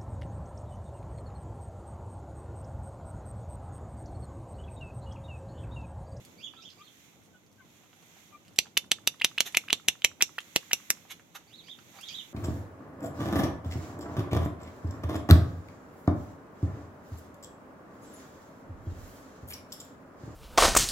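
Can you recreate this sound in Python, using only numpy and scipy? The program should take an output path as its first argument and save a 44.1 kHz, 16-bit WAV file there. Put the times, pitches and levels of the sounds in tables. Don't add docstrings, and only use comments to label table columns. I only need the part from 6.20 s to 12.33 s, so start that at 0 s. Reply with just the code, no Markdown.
import sys
import numpy as np
from scipy import signal
from scipy.fft import rfft, irfft, next_fast_len
from scipy.io import wavfile
from scipy.ndimage import map_coordinates

SR = 44100
rng = np.random.default_rng(int(sys.argv[2]) if len(sys.argv) > 2 else 0)


def waveform_to_disk(signal):
    frames = np.transpose(np.atleast_2d(signal))
    scaled = np.clip(frames, -1, 1) * 32767
    samples = np.round(scaled).astype(np.int16)
    wavfile.write(sys.argv[1], SR, samples)


N = 270333
TIME = np.arange(N) / SR


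def from_db(db):
    return 10 ** (np.asarray(db) / 20)


def rms_one(x):
    return x / np.sqrt(np.mean(x ** 2) + 1e-20)


def at_hz(points, hz):
    freqs, values = np.transpose(points)
    return np.interp(np.log(np.maximum(hz, 1)), np.log(freqs), values)


def add(out, start_s, x):
    i = max(int(start_s * SR), 0)
    out[..., i:i + x.shape[-1]] += x[..., :N - i]


def butter(x, hz, kind, order=2):
    sections = signal.butter(order, min(hz, .45 * SR), kind, fs=SR, output="sos")
    return signal.sosfilt(sections, x + 1e-18)


def resonate(x, hz, width_hz):
    r = np.exp(-np.pi * width_hz / SR)
    feedback = [1, -2 * r * np.cos(2 * np.pi * hz / SR), r * r]
    return signal.lfilter(np.array([1, 0, -1]) * (1 - r * r) / 2, feedback, x + 1e-18)


def colour(x, gain_db):
    size = next_fast_len(x.shape[-1])
    gains = from_db(gain_db(np.fft.rfftfreq(size, 1 / SR)))
    return irfft(rfft(x, size) * gains, size)[..., :x.shape[-1]]


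def drift(per_s):
    knots = rng.standard_normal(4000)
    return map_coordinates(knots, [TIME * per_s], order=1, mode="wrap")


def pan(x, left_db):
    return x * from_db(np.array([[left_db], [-left_db]]) / 2)


# (frequency [Hz], likeness [-1 to 1])
AIR_LIKENESS = [(60, 0.32), (180, 0.71), (550, 0.52), (1650, -0.072), (4970, -0.1), (15000, 0.01)]
# (frequency [Hz], left minus right [dB])
AIR_BALANCE = [(60, 0.5), (150, 0.5), (380, -1), (950, 0), (2380, -3), (5980, -14.5), (15000, 10)]
def air_noise(spectrum):
    def share(f, sign):
        likeness = np.clip(at_hz(AIR_LIKENESS, f), -.98, .98)
        return at_hz(spectrum, f) + 10 * np.log10(1 + sign * likeness)
    mid, side = (colour(rng.standard_normal(N), lambda f: share(f, sign)) for sign in (1, -1))
    left = colour(mid + side, lambda f: at_hz(AIR_BALANCE, f) / 2)
    right = colour(mid - side, lambda f: -at_hz(AIR_BALANCE, f) / 2)
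    return rms_one(np.array([left, right]))


# (frequency [Hz], level [dB])
RUMBLE_TONE = [(15, -71.5), (25, -58.5), (38, -24.5), (102, -1), (136, -4), (167, -2), (332, -4.5),
               (368, -9), (565, -11), (671, -13), (1500, -21), (1950, -54), (3300, -120)]
HISS_TONE = [(410, -56), (700, -13.5), (875, -7), (946, -7.5), (1870, -4), (2000, 0), (2660, -3),
             (2880, -5), (3460, -2.5), (4860, -15.5), (6650, -4.5), (8990, -16.5), (11100, -13),
             (12500, -8), (16000, -23.5)]
# (time [s], level [dB])
RUMBLE_LEVEL = [(0.0, -60.5), (0.7, -66.5), (2.17, -64.5), (2.9, -62), (5.09, -65), (6.13, -61.5)]
HISS_LEVEL = [(0.0, -60), (0.35, -67), (0.85, -60), (1.0, -66.5), (1.35, -70), (1.55, -62), (1.68, -65.5),
              (2.0, -58.5), (2.199, -66), (2.7, -68.5), (3.3, -58), (3.95, -66.5), (4.25, -57.5),
              (4.65, -56), (5.069, -66.5), (5.55, -62.5), (5.93, -54), (6.13, -59)]
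def air(rumble_boost_db=2.5, hiss_boost_db=1, wobble_db=2.0):
    rumble_db, hiss_db = (np.interp(TIME, *np.transpose(curve)) for curve in (RUMBLE_LEVEL, HISS_LEVEL))
    rumble = from_db(rumble_db + rumble_boost_db + wobble_db * drift(24)) * air_noise(RUMBLE_TONE)
    return rumble + from_db(hiss_db + hiss_boost_db) * air_noise(HISS_TONE)


# (frequency [Hz], time to fade by 60 dB [s])
GARDEN_FADE = [(300, 0.26), (2800, 0.16), (6500, 0.27), (13000, 0.083)]
def garden(x, near_db, far_db, near_fade_s):
    t = TIME[:SR // 2]
    edges = np.geomspace(100, 17000, 9)
    tail = 0
    for low, high in zip(edges, edges[1:]):
        band = butter(butter(rng.standard_normal((2, len(t))), low, "high"), high, "low") * np.sqrt(2)
        tail = tail + band * from_db(-60 * t / at_hz(GARDEN_FADE, np.sqrt(low * high)))
    near = rng.standard_normal((2, len(t)))
    near *= from_db(-60 * t / near_fade_s + 0.63 * rng.standard_normal(len(t)))
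    fade_in = 1 - np.exp(-(t / 0.0032) ** 2)
    near, tail = (rms_one(part * fade_in) / np.sqrt(len(t)) for part in (near, tail))
    echoes = from_db(near_db) * near + from_db(far_db) * tail
    return signal.oaconvolve(x[None], echoes, axes=1)[:, :N]


def hen_feet(per_s=22, level_db=-58.5, spread_db=2.5):
    taps = rng.random(N) < per_s / SR
    sizes = from_db(level_db + spread_db * np.minimum(rng.exponential(1, N), 2.5))
    pitch_choice = rng.integers(0, 10, N)
    out, t = np.zeros(N), TIME[:SR // 100]
    for k, hz in enumerate(np.geomspace(400, 9000, 10)):
        grain = resonate(rng.standard_normal(len(t)) * np.exp(-t / 0.0025), hz, 0.68 * hz)
        out += signal.oaconvolve(taps * sizes * (pitch_choice == k), grain / np.abs(grain).max())[:N]
    return out


# (time [s], half length [s], level [dB], body pitch [Hz], body over hiss [dB])
SCUFFS = [(1.9, 0.39, -78, 560, 7.5), (3.269, 0.012, -35, 2880, -30), (4.914, 0.012, -39.5, 2300, -3),
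          (5.159, 0.0084, -40, 1114, -0.5), (5.766, 0.027, -57.5, 706, 5.5)]
# (frequency [Hz], level [dB])
SCUFF_HISS = [(100, -36), (400, -25.5), (1500, -19), (3800, -14.5), (4900, -28), (6300, -15.5), (8500, -33),
              (12500, -19), (16000, -47)]
def scuffs():
    out = np.zeros(N)
    hiss = rms_one(colour(rng.standard_normal(N), lambda f: at_hz(SCUFF_HISS, f)))
    for s, half_s, db, hz, body_db in SCUFFS:
        body = rms_one(resonate(rng.standard_normal(N), hz, width_hz=560))
        swell = 1 / (1 + ((TIME - s) / half_s) ** 4)
        out += from_db(db) * (hiss + from_db(body_db) * body) * swell / np.sqrt(2)
    return out


# (time [s], level [dB], pitch [Hz], width [Hz])
TICKS = [(0.05, -40, 6140, 6070), (.337, -41.5, 1150, 900), (1.73, -43.5, 990, 2480),
         (1.967, -46.5, 383, 387), (2.281, -40.5, 2010, 6240), (2.361, -37.5, 4500, 6070),
         (2.468, -41.5, 910, 1250), (3.324, -35.5, 4500, 6000), (4.204, -34, 2950, 4000),
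         (4.852, -44.5, 720, 685), (4.996, -42, 1107, 884), (5.484, -42, 1700, 1800),
         (5.588, -40, 1700, 1380), (5.788, -35, 950, 700), (5.812, -36.5, 7600, 5000)]
def ticks(decay_s=0.002):
    out, t = np.zeros(N), TIME[:SR // 30]
    for s, db, hz, width in TICKS:
        burst = rng.standard_normal(len(t)) * np.exp(-t / decay_s)
        tick = butter(resonate(burst, hz, width), 2 * hz + width, "low")
        add(out, s, tick / np.abs(tick).max() * from_db(db))
    return out


def whistles(calls, octave, waver, flutter_db):
    out, wobble, flutter = np.zeros(N), drift(520), drift(140)
    for s, hz, db in calls:
        on = (TIME > s[0]) & (TIME < s[-1])
        t = TIME[on]
        pitch = np.interp(t, s, hz)
        phase = 2 * np.pi * np.cumsum(pitch * (1 + waver * wobble[on])) / SR
        tone = np.sin(phase) + from_db(at_hz(octave, 2 * pitch)) * np.sin(2 * phase)
        fade = np.clip(np.minimum(t - s[0], s[-1] - t) / 0.0084, 0, 1)
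        out[on] += np.sqrt(2) * fade * from_db(np.interp(t, s, db) + flutter_db * flutter[on]) * tone
    return out


# (loudest moment [s], pitch [Hz], glide [Hz/s], level [dB])
PEEPS = [(0.391, 1320, -600, -57), (0.616, 1218, 4500, -54), (1.158, 1476, -900, -59.5),
         (1.406, 1526, -1500, -58.5), (1.427, 1048, -3000, -62), (2.149, 1186, -22.5, -52)]
# (frequency [Hz], level over the main tone [dB])
HEN_OCTAVE = [(2000, -4), (3200, -16)]
def hen_peeps(attack_s=0.031, release_s=0.023, fade_db=14.5, sag=0.03):
    along = np.linspace(-1, 1, 21)
    t = along * np.where(along < 0, attack_s, release_s)
    calls = [(s + t, hz * (1 + sag * along ** 2) + glide * t, db - fade_db * abs(along))
             for s, hz, glide, db in PEEPS]
    return whistles(calls, HEN_OCTAVE, waver=0.024, flutter_db=2.0)


# (time [s], half length [s], level [dB], pitch [Hz])
RASPS = [(0.426, 0.0058, -59, 5200), (0.5, 0.0071, -59, 4130), (5.471, 0.0071, -61.5, 4500),
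         (5.889, 0.0031, -51, 4460)]
def bird_rasps(width_hz=1700, rattle_db=4):
    out = np.zeros(N)
    for s, half_s, db, hz in RASPS:
        band = resonate(resonate(rng.standard_normal(N), hz, width_hz), hz, 2 * width_hz)
        band = butter(band, 7100, "low", order=6)
        out += from_db(db) * rms_one(band) / (1 + ((TIME - s) / half_s) ** 4)
    return out * from_db(rattle_db * drift(230))


# (time of the top [s], top pitch [Hz], half width [s], throat pitch [Hz], level [dB])
CHIRPS = [(0.246, 3470, 0.04, 3460, -47.5), (.39, 3940, 0.036, 3520, -56.5),
          (.463, 3407, .034, 3490, -51.5), (0.648, 4270, 0.041, 3340, -55.5),
          (5.368, 4304, 0.054, 3850, -53.5), (5.508, 3656, .042, 3550, -52),
          (5.861, 3855, 0.045, 3370, -46.5), (5.967, 3900, 0.046, 3550, -42.5)]
# (frequency [Hz], level over the main tone [dB])
BIRD_OCTAVE = [(4400, 5), (5200, -6.5), (6000, -19), (7000, -19), (8500, -76)]
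def bird_chirps(base_hz=2135, throat_half_width_hz=223, throat_depth_db=12.5, fade_db=3):
    along = np.linspace(-1.8, 1.04, 60)
    calls = []
    for s, top_hz, half_s, throat_hz, db in CHIRPS:
        hz = base_hz + (top_hz - base_hz) * np.exp(-along ** 2)
        in_throat = 1 / (1 + ((hz - throat_hz) / throat_half_width_hz) ** 2)
        level_db = db - throat_depth_db * (1 - in_throat) - fade_db * along ** 2
        calls.append((s + half_s * along, hz, level_db))
    return whistles(calls, BIRD_OCTAVE, waver=0.032, flutter_db=3.5)


# (pitch [Hz], width [Hz], level [dB])
LINGERING = [(2786, 97, -1), (3550, 120, 7)]
def click_scatter(mouth, patterns=2):
    ringing = mouth + sum(from_db(db) * resonate(mouth, hz, width) for hz, width, db in LINGERING)
    switch_s = np.array(CLICKS)[:, 0] - .05
    turn = np.searchsorted(switch_s, TIME) % patterns
    return sum(garden(ringing * (turn == k), near_db=-14.5, far_db=-25, near_fade_s=0.062)
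               for k in range(patterns))


def mic_openings(x, balance, size=512):
    tilt_db = at_hz(balance, np.fft.rfftfreq(size, 1 / SR))
    gains = from_db(np.array([tilt_db, -tilt_db]) / 2)
    cepstrum = irfft(np.log(gains / gains.mean(axis=0)))
    cepstrum[:, 1:size // 2] *= 2
    cepstrum[:, size // 2:] = 0
    response = irfft(np.exp(rfft(cepstrum)))
    return signal.oaconvolve(np.broadcast_to(x, (2, N)), response, axes=1)[:, :N]


# (frequency [Hz], left minus right [dB])
MOUTH_BALANCE = [(300, -10), (800, -5), (2000, 1), (2800, -2), (3800, -7), (5100, 0), (6100, -6),
                 (7100, -11), (8500, 1), (9800, 5), (11900, 14), (14700, 5)]
ECHO_BALANCE = [(150, 2), (450, 10), (1500, -0.5), (2800, -2), (3800, -7.5), (5100, -2.5), (7100, -18.5),
                (9000, -0.5), (11900, 25), (14700, 11.5)]
# (time [s], delay [s])
LEFT_LAG = [(3.6, 0.000031), (4.1, 0.000068)]
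def at_microphone(mouth, echoes):
    left, right = mic_openings(mouth, MOUTH_BALANCE) + mic_openings(echoes, ECHO_BALANCE)
    lag_samples = np.interp(TIME, *np.transpose(LEFT_LAG)) * SR
    return np.array([map_coordinates(left, [np.arange(N) - lag_samples], order=3), right])


# (time [s], length [s], start pitch [Hz], level [dB])
PEELS = [(2.57, 0.0026, 2890, -14.5), (2.999, .0028, 3500, -38), (3.014, .0066, 1970, -24.5),
         (3.179, .0058, 2200, -24), (3.345, 0.0067, 2160, -21.5), (3.482, .005, 1560, -37.5),
         (3.501, .005, 2050, -25.5), (3.82, 0.0009, 2780, -33), (4.008, 0.0072, 1840, -22.5),
         (4.182, 0.0074, 1170, -26.5), (4.511, .0065, 1345, -28.5)]
def tongue_smacks(ring_s=0.00076, pop_gap_s=.0011, boost_db=4.0, crackle_db=-17, crackle_s=0.00013):
    out, t = np.zeros(N), TIME[:SR // 100]
    open_mouth_hz = 3150
    peels = [(s, length, hz, open_mouth_hz, db) for s, length, hz, db in PEELS]
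    landings = [(s + .067, 0.0039, 1700, 1140, -50.5) for s, *_ in CLICKS]
    for s, length, start_hz, end_hz, db in peels + landings:
        count = int(np.clip(length / pop_gap_s + 1, 3, 16))
        for along, late, strength in zip(np.linspace(0, 1, count), *rng.standard_normal((2, 16))):
            hz = start_hz + (end_hz - start_hz) * along
            pop = np.sin(2 * np.pi * hz * t) * np.exp(-t / ring_s) * (1 - np.exp(-t / 0.000063))
            pop += from_db(crackle_db) * rng.standard_normal(len(t)) * np.exp(-t / crackle_s)
            swell_db = 7 * np.sin(np.pi * along ** 2.5)
            pop *= from_db(db + boost_db + swell_db + 2 * strength)
            add(out, s + along * length + late * 0.00033, pop)
    return butter(out, 810, "high", order=1)


# (time [s], delay [s])
COOP_ECHO = [(2.39, 0.0041), (3.05, 0.0048), (3.85, 0.0048), (4.4, 0.0064)]
# (pitch [Hz], width [Hz], level [dB])
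TREBLE_PEAKS = [
    [(3657, 1640, 23), (4500, 390, -33)],
    [(5790, 880, 13.5), (6995, 400, 2.5)],
    [(10750, 590, 0.5), (11800, 890, 4.5), (13800, 1100, -9)],
]
# (time [s], mouth pitch [Hz], mouth level [dB], middle [dB], upper [dB], edge [dB], thump [dB])
CLICKS = [(2.3884, 2660, -27.5, 9.5, 0.5, -8, -12), (2.575, 3050, -27.5, -12, -5, -7, -16.5),
          (2.717, 2900, -24, -2, -7, -16.5, -15), (2.8748, 3150, -32, 9, 1.5, -2.5, -9),
          (3.0462, 2830, -23, -50, -6, -13.5, -13.5), (3.2058, 2960, -27, 3, -2.5, -10.5, -12),
          (3.371, 2570, -23, -5, -8, -11.5, -16), (3.5294, 3060, -26, 2.5, -6.5, -15, -9),
          (3.685, 2770, -22.5, -6.5, -6.5, -14, -14.5), (3.8467, 2850, -21, -7, -5.5, -14, -15.5),
          (4.0238, 2730, -26.5, 4, 3.5, -7.5, -11), (4.3615, 2700, -25, -0.5, -5.5, -13, -6.5),
          (4.5326, 2700, -27.5, -8.5, -1, -7, -12.5), (4.7038, 2264, -30, 0.5, 1, -3, -13.5)]
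def tongue_clicks(group_trims_db=(-4, 2, 2.5), thump_trim_db=-1, echo_db=-14.5):
    direct, echo = np.zeros(N), np.zeros(N)
    lead = SR // 200
    t = TIME[:SR // 30] - TIME[lead]
    leak = from_db(-35) * np.exp(-abs(t) / 0.0026)
    spatter = from_db(-19) * np.exp(-abs(t) / 0.00082)
    fizz = from_db(-39) * np.exp(-abs(t) / 0.0044)
    noise_shape = np.where(t < 0, leak, spatter + fizz)
    for s, mouth_hz, mouth_db, *groups_db, thump_db in CLICKS:
        snap = noise_shape * rng.standard_normal(len(t))
        snap[lead] -= 1
        mouth_ring = resonate(snap, mouth_hz, width_hz=800)
        click = rms_one(butter(butter(mouth_ring, 1700, "high"), 4500, "low"))
        for group, group_db, trim_db in zip(TREBLE_PEAKS, groups_db, group_trims_db):
            treble = sum(from_db(db) * rms_one(resonate(resonate(snap, hz, width), hz, 2 * width))
                         for hz, width, db in group)
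            click += from_db(group_db + trim_db) * rms_one(treble)
        thump = butter(butter(snap, 960, "low"), 65, "high", order=1)
        thump += from_db(-8.5) * resonate(thump, hz=355, width_hz=165)
        click += from_db(thump_db + thump_trim_db) * rms_one(thump)
        click *= from_db(mouth_db)
        add(direct, s + t[0], click)
        delay_s = np.interp(s, *np.transpose(COOP_ECHO))
        add(echo, s + t[0] + delay_s, click * from_db(echo_db))
    hollow_ring = from_db(-1.5) * resonate(echo, hz=2850, width_hz=460)
    return direct, echo + hollow_ring


def scene():
    clicks, coop_echo = tongue_clicks()
    mouth = clicks + tongue_smacks()
    caller = at_microphone(mouth, coop_echo + click_scatter(mouth))
    rustle = ticks() + scuffs() + hen_feet()
    birds = bird_chirps() + bird_rasps()
    hens = hen_peeps()
    birds = from_db(1.0) * birds + garden(birds, near_db=-6, far_db=0.5, near_fade_s=0.05)
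    hens = from_db(-0.5) * hens + garden(hens, near_db=-6, far_db=-11, near_fade_s=0.04)
    rustle = from_db(-2.5) * rustle + garden(rustle, near_db=-4.5, far_db=-11.5, near_fade_s=0.055)
    return air() + pan(rustle, left_db=-4) + pan(hens, left_db=2) + pan(birds, left_db=-8) + caller


def record(dry):
    ceiling, cutoff_hz = 1.2, 16900
    rounded = ceiling * np.tanh(dry / ceiling)
    return signal.sosfilt(signal.cheby2(18, 60, cutoff_hz, fs=SR, output="sos"), rounded)


dry = scene()
out = record(dry)
waveform_to_disk(out)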